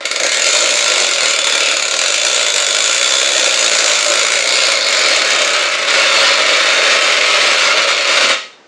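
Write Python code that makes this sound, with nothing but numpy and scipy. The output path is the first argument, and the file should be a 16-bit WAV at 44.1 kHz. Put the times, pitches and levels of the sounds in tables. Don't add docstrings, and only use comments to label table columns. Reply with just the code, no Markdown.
import sys
import numpy as np
from scipy import signal
from scipy.fft import rfft, irfft, next_fast_len
from scipy.io import wavfile
from scipy.ndimage import uniform_filter1d, minimum_filter1d

SR = 44100
rng = np.random.default_rng(int(sys.argv[2]) if len(sys.argv) > 2 else 0)


def store_pcm(level_fs):
    pcm = np.round(np.clip(level_fs, -1, 1) * 32767).astype(np.int16)
    wavfile.write(sys.argv[1], SR, np.atleast_2d(pcm).T)


N = 382479
TIME = np.arange(N) / SR
STOP_S = 8.33
SWING_START_S, SWING_RISE_S = 4.11, 1.3


def pawl(speed, level_db):
    # (time [s], force [dB])
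    slow_ticks = [(0.053, -1), (0.111, -0.5), (0.16, -3), (0.2, -2.5), (0.235, 2.5), (0.263, -2),
                  (0.293, -5), (0.319, 5), (0.345, 0), (0.371, -1.5), (1.798, -3.5), (1.826, 0.5),
                  (1.854, -3), (1.882, -2), (1.911, 2.5), (1.939, 0), (1.966, -1)]
    # (frequency [Hz], level per Hz [dB])
    clack_spectrum = [(40, -53), (120, -31), (300, -17), (500, -7.5), (850, -9.5), (1120, -6.5),
                      (1220, -18.5), (1350, -6), (1800, -7), (2400, 0), (3200, -7.5), (4000, -1.5),
                      (5600, -6.5), (7200, -3.5), (7950, -12), (9200, -17.5), (12000, -37.5)]
    # (frequency [Hz], width [Hz], level [dB])
    plate_modes = [(1276, 19, -14), (1394, 36, -2), (1476, 20, -7.5), (1656, 29, -15.5), (2250, 240, -9),
                   (2430, 170, -5), (2700, 50, -9.5), (3260, 25, -14), (3843, 62, -0.5), (4345, 45, -2),
                   (4600, 69, -9.5), (4970, 77, -5.5), (5690, 41, -15), (6410, 100, -9), (6860, 98, -2),
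                   (6990, 61, 0), (7460, 100, -10), (8720, 67, -3), (10020, 26, -10.5)]
    # (time [s], level [dB])
    edge_curve = [(0, -32), (0.5, -19.5), (1.0, -28), (1.4, -33), (1.9, -25), (2.35, -24), (3.3, -24.5),
                  (4.1, -25.5), (4.8, -35), (5.5, -27), (5.8, -48)]

    teeth_passed = np.floor(np.cumsum(speed) / SR)
    drops = TIME[1:][np.diff(teeth_passed) > 0]
    drops = drops[drops < STOP_S]
    chance = rng.standard_normal((len(drops), 4))
    force_db = 2.37 * chance[:, 0]
    for s, db in slow_ticks:
        nearest = np.argmin(np.abs(drops - s))
        force_db[nearest] = db
    force = from_db(force_db) / np.sqrt(np.interp(drops, TIME, speed))

    seats = drops + .0015 * np.exp(.15 * chance[:, 3])
    bounces = drops + .0105 * np.exp(.3 * chance[:, 1])
    bounce_force = force * from_db(-13 + 2.5 * chance[:, 2])
    times = np.r_[drops, seats, bounces]
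    sizes = np.r_[force, force * from_db(2), bounce_force]

    clack = coloured(chatter(times, sizes, fade_s=.001), clack_spectrum)
    snap = from_db(-8) * rms_one(band(chatter(seats, force, fade_s=.0004), 1430, 3800))
    plates = from_db(-3) * band(body(seats, force, plate_modes), 780, 8000)

    edge_db, = in_time(edge_curve)
    edge_noise = chatter(np.r_[drops, seats], np.r_[force, force], fade_s=.00055)
    edge = from_db(edge_db) * rms_one(band(edge_noise, 6290, 7660))
    return from_db(level_db) * (clack + snap + plates) + wheels(seats, force) + edge


def wheels(times, sizes):
    # (time [s], level [dB])
    ratchet_curve = [(0, -36), (0.3, -28.5), (1.55, -23), (1.95, -31), (2.25, -24), (2.7, -24.5),
                     (3.2, -20), (3.48, -22), (3.62, -27), (5.2, -32), (5.8, -53)]
    # (time [s], level [dB])
    chain_wheel_curve = [(0, -29), (0.3, -24), (0.95, -25.5), (1.7, -44), (3.2, -41), (3.9, -23),
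                         (5.3, -24), (5.7, -32), (6.5, -25.5), (8.3, -32.5)]
    ratchet_db, = in_time(ratchet_curve)
    chain_wheel_db, = in_time(chain_wheel_curve)
    ratchet = from_db(ratchet_db) * ring(times, sizes, hz=3508, width_hz=67)
    chain_wheel = from_db(chain_wheel_db) * ring(times, sizes, hz=2176, width_hz=80)
    return ratchet + chain_wheel


def hand_chain(speed, level_db, tug_db):
    # (frequency [Hz], level per Hz [dB])
    clack_spectrum = [(40, -68), (120, -32.5), (300, -17), (480, -10), (850, -11.5), (1100, -4.5),
                      (1450, -5.5), (1800, -3), (2400, -1), (3300, -6), (4300, -5), (5300, -10.5),
                      (7000, -15), (9000, -25), (12000, -43)]
    # (frequency [Hz], width [Hz], level [dB])
    link_modes = [(1122, 25, -6), (1273.3, 12, 0), (1353, 23, -4), (1406, 35, -3), (1480, 30, -5.5),
                  (1859, 28, -5.5), (2222, 82, -2), (2376, 45, 0), (2665, 40, -6), (2806, 36, -5.5),
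                  (2965, 48, -13), (3150, 20, -11), (3598, 80, 1), (3780, 100, -3), (4324, 31, -2.5),
                  (4480, 62, -6), (5140, 110, -13), (6470, 39, -10.5), (7080, 60, -8), (7640, 23, -12),
                  (8600, 30, -15)]
    jolt_db, jolt_teeth = 7, .22
    treble_hz, treble_share = 3500, .83

    times, sizes = random_contacts(8 * speed, spread_db=2.5)
    clack = coloured(chatter(times, sizes, fade_s=.001), clack_spectrum)
    ringing = band(body(times, sizes, link_modes), 1030, 9900)
    links = clack + from_db(-4) * ringing

    since_tooth = np.cumsum(speed) / SR % 1
    jolt = np.exp(-since_tooth / jolt_teeth) - jolt_teeth
    links = links * from_db(jolt_db * jolt * (1 - swing()))

    dull = signal.sosfilt(signal.butter(1, treble_hz, fs=SR, output="sos"), links)
    treble = from_db(treble_share * tug_db) * (links - dull)
    return from_db(level_db) * (dull + treble) + jangles(links)


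def jangles(links):
    # (middle [s], length [s], level [dB], centre frequency [Hz])
    jangle_moments = [(0.31, 0.59, -31.5, 1900), (0.802, 1.5, -34, 3840), (1.293, 0.67, -30, 2680),
                      (1.656, 0.25, -27, 2710), (2.2, 1, -33, 2600), (3.897, 1.2, -38, 1140),
                      (4.558, 0.36, -24.5, 4400), (4.953, 0.77, -25.5, 4540)]
    half = 2 ** (.69 / 2)
    total = 0
    for s, length_s, db, hz in jangle_moments:
        register = rms_one(band(links, hz / half, hz * half))
        total = total + from_db(db) * swell(s, length_s) * register
    return total


def housing(speed):
    # (frequency [Hz], width [Hz], level [dB])
    housing_modes = [(332.6, 21, -15), (434, 28, -12.5), (478, 25, -15.5), (527.8, 12, -1.5),
                     (560, 23, -0.5), (585.5, 20, -2), (639, 15, -2.5)]
    times, sizes = random_contacts(5 * speed, spread_db=1.5)
    return rms_one(band(body(times, sizes, housing_modes), 194, 910))


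def load_knocks():
    # (time [s], level [dB])
    knock_times = [(5.365, -34), (8.24, -26)]
    return noise_bursts(knock_times, 200, 380, fade_s=.012)


def overload_bursts():
    # (time [s], level [dB])
    burst_times = [(0.25, -46), (0.315, -44), (0.645, -45), (0.71, -45), (1.485, -48), (1.815, -42),
                   (2.87, -45), (4.575, -49), (6.165, -43), (7.255, -46)]
    return noise_bursts(burst_times, 30, 105, fade_s=.0073)


def still_air():
    # (frequency [Hz], level per Hz [dB])
    air_spectrum = [(24, -64), (40, -30), (300, -3), (380, 2), (560, 1), (720, -4), (1720, -4.5),
                    (2600, -11), (5560, -17), (7040, -21), (11000, -53), (14300, -76)]
    return from_db(-45.5) * coloured(rng.standard_normal(N), air_spectrum)


def room(x, wet_db):
    patterns, changes_per_s = 4, 2.5
    echoes = 0
    for k in range(patterns):
        away = np.abs((changes_per_s * TIME + k) % patterns - patterns / 2)
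        share = np.cos(np.pi / 2 * np.minimum(away, 1))
        echoes = echoes + signal.oaconvolve(x * share, wall_tail())[:N]
    return x + from_db(wet_db) * echoes


def wall_tail():
    # (frequency [Hz], time [s])
    fade_times = [(200, 0.38), (2000, 0.35), (5000, 0.48), (10000, 0.18)]
    t = TIME[:SR // 2]
    edges = np.geomspace(80, 16000, 9)
    tail = 0
    for low, high in zip(edges, edges[1:]):
        t60 = at_hz(fade_times, np.sqrt(low * high))
        tail = tail + band(rng.standard_normal(len(t)), low, high) * from_db(-60 * t / t60)
    tail = tail * (t > .004)
    return tail / np.linalg.norm(tail)


def random_contacts(per_s, spread_db):
    met = (rng.random(N) < per_s / SR) & (TIME < STOP_S)
    chance = np.clip(rng.standard_normal(met.sum()), -2, 2)
    return TIME[met], from_db(spread_db * chance) / np.sqrt(per_s[met])


def strikes(times, sizes):
    return np.bincount(np.clip(times * SR, 0, N).astype(int), sizes, N + 1)[:N]


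def chatter(times, sizes, fade_s):
    r = np.exp(-1 / (fade_s * SR))
    power = signal.lfilter([1], [1, -2 * r, r * r], strikes(times, sizes ** 2) + 1e-18)
    return rms_one(np.sqrt(np.abs(power)) * rng.standard_normal(N))


def ring(times, sizes, hz, width_hz):
    r = np.exp(-np.pi * width_hz / SR)
    signs = rng.choice([-1, 1], len(times))
    blows = strikes(times, sizes * signs * rng.uniform(.68, 1, len(times)))
    resonance = [1, -2 * r * np.cos(2 * np.pi * hz / SR), r * r]
    return steadied(signal.lfilter([1, 0, -1], resonance, blows + 1e-18))


def steadied(x, window_s=.14):
    size = max(int(window_s * SR), 1)
    power = uniform_filter1d(uniform_filter1d(x ** 2, size), size // 2 + 1)
    last = int((STOP_S - window_s / 2) * SR)
    held_power = np.abs(power[np.minimum(np.arange(N), last)])
    return rms_one(x / np.sqrt(held_power + np.mean(power) / 20))


def body(times, sizes, modes):
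    return rms_one(sum(from_db(db) * ring(times, sizes, hz, width) for hz, width, db in modes))


def noise_bursts(table, low_hz, high_hz, fade_s):
    envelope = sum(from_db(db) * (TIME > s) * np.exp(-np.abs(TIME - s) / fade_s) for s, db in table)
    noise = rms_one(band(rng.standard_normal(N), low_hz, high_hz))
    return band(envelope * noise, low_hz, high_hz)


def coloured(x, spectrum):
    size = 2 * next_fast_len(N)
    hz = np.arange(size // 2 + 1) * SR / size
    cepstrum = irfft(np.log(from_db(at_hz(spectrum, hz))))
    cepstrum[size // 2:] = 0
    return rms_one(irfft(rfft(x, size) * np.exp(2 * rfft(cepstrum)))[:N])


def band(x, low_hz, high_hz):
    return signal.sosfilt(signal.butter(2, [low_hz, min(high_hz, SR / 2 - 1)], "band", fs=SR, output="sos"), x)


def swell(middle_s, length_s):
    return np.cos(np.pi * np.clip((TIME - middle_s) / length_s, -.5, .5)) ** 2


def ramp(start_s, length_s):
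    return np.clip((TIME - start_s) / length_s, 0, 1)


def swing():
    return ramp(SWING_START_S, SWING_RISE_S)


def in_time(rows):
    s, *columns = np.transpose(rows)
    return [np.interp(TIME, s, c) for c in columns]


def at_hz(points, hz):
    known_hz, values = np.transpose(points)
    return np.interp(np.log(hz + 1), np.log(known_hz), values)


def from_db(db):
    return 10 ** (np.asarray(db) / 20)


def rms_one(x):
    return x / np.sqrt(np.mean(x ** 2) + 1e-20)


def scene():
    # (time [s], speed [teeth per s])
    speed_curve = [(0.0, 19.81), (0.09, 16.26), (0.29, 36.93), (0.44, 42.31), (0.7, 63.11), (0.98, 47.25),
                   (1.34, 37.05), (1.7, 37.01), (1.9, 34.02), (2.31, 64.32), (2.62, 45.85), (3.06, 64.0),
                   (3.29, 66.88), (3.72, 55.04), (4.19, 53.66), (4.6, 63.39), (5.2, 35), (5.5, 35),
                   (5.8, 29), (6.0, 48), (7.6, 43), (8.0, 33), (8.3, 42)]
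    # (middle [s], length [s], change of housing drone [dB], change of rattle [dB])
    tugs = [(0.23, 0.15, 9, 2.5), (0.504, 0.4, 4, 3), (0.685, 0.25, 5, 0.5), (0.963, 0.4, 4, 2),
            (1.25, 0.21, 4.5, 4), (1.62, 0.46, 2.5, 3), (1.854, 0.11, -2, 1), (2.175, 0.17, -2, -2.5),
            (2.39, 0.12, 2, -0.5), (2.5, 0.15, -2, -4), (2.956, 0.83, -2, -1), (3.42, 0.4, 3.5, 0),
            (3.827, 0.65, 4.5, 2.5), (3.99, 0.14, -6.5, -1.5), (4.11, 0.2, 7.5, 2.5),
            (4.442, 0.23, 0, -3.5), (4.818, 0.21, -0.5, -2.5), (5.076, 0.32, 3, 1), (5.295, 0.16, -4, 0),
            (5.438, 0.67, 2, -0.5), (5.752, 0.43, -2, -3), (5.965, 0.13, 4, 1), (6.2, 0.31, 2, 1),
            (6.47, 0.41, 2, 0), (6.854, 0.36, 2, 0), (7.438, 0.26, 2, 1.2), (7.614, 0.15, -2.5, 1),
            (7.815, 0.24, 3, -0.5), (7.995, 0.22, 0, -1), (8.225, 0.32, 2.5, 2)]

    speed, = in_time(speed_curve)
    doublings = np.log2(speed / 50)
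    strain_db, rattle_db = sum(np.outer(dbs, swell(s, length_s)) for s, length_s, *dbs in tugs)

    pawl_db = -18.5 + 3.5 * doublings + rattle_db
    pawl_db = pawl_db - 14.5 * ramp(4.5, 2.75)
    chain_db = -29.5 + 1.5 * doublings + rattle_db + 12 * swing()
    housing_db = -26.5 + 3 * doublings + strain_db + 3.5 * swing()

    ticks = room(pawl(speed, pawl_db), wet_db=-5)
    clatter = room(hand_chain(speed, chain_db, rattle_db), wet_db=-1)
    drone = from_db(housing_db) * steadied(room(housing(speed), wet_db=-6), window_s=.097)
    dull_knocks = room(load_knocks(), wet_db=-5)
    return (ticks + clatter + drone + dull_knocks + overload_bursts() + still_air())[None]


def record(dry):
    ceiling, release_db_per_s, cutoff_hz = .89, 600, 12100
    over_db = 20 * np.log10(np.maximum(np.abs(dry[0]) / ceiling, 1))
    release_db = release_db_per_s * TIME
    held_db = np.maximum.accumulate(over_db + release_db) - release_db
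    gain_db = uniform_filter1d(minimum_filter1d(-held_db, size=45), size=45)
    top_cut = signal.ellip(10, .2, 70, cutoff_hz, fs=SR, output="sos")
    return signal.sosfilt(top_cut, dry * from_db(gain_db))


dry = scene()
out = record(dry)
store_pcm(out)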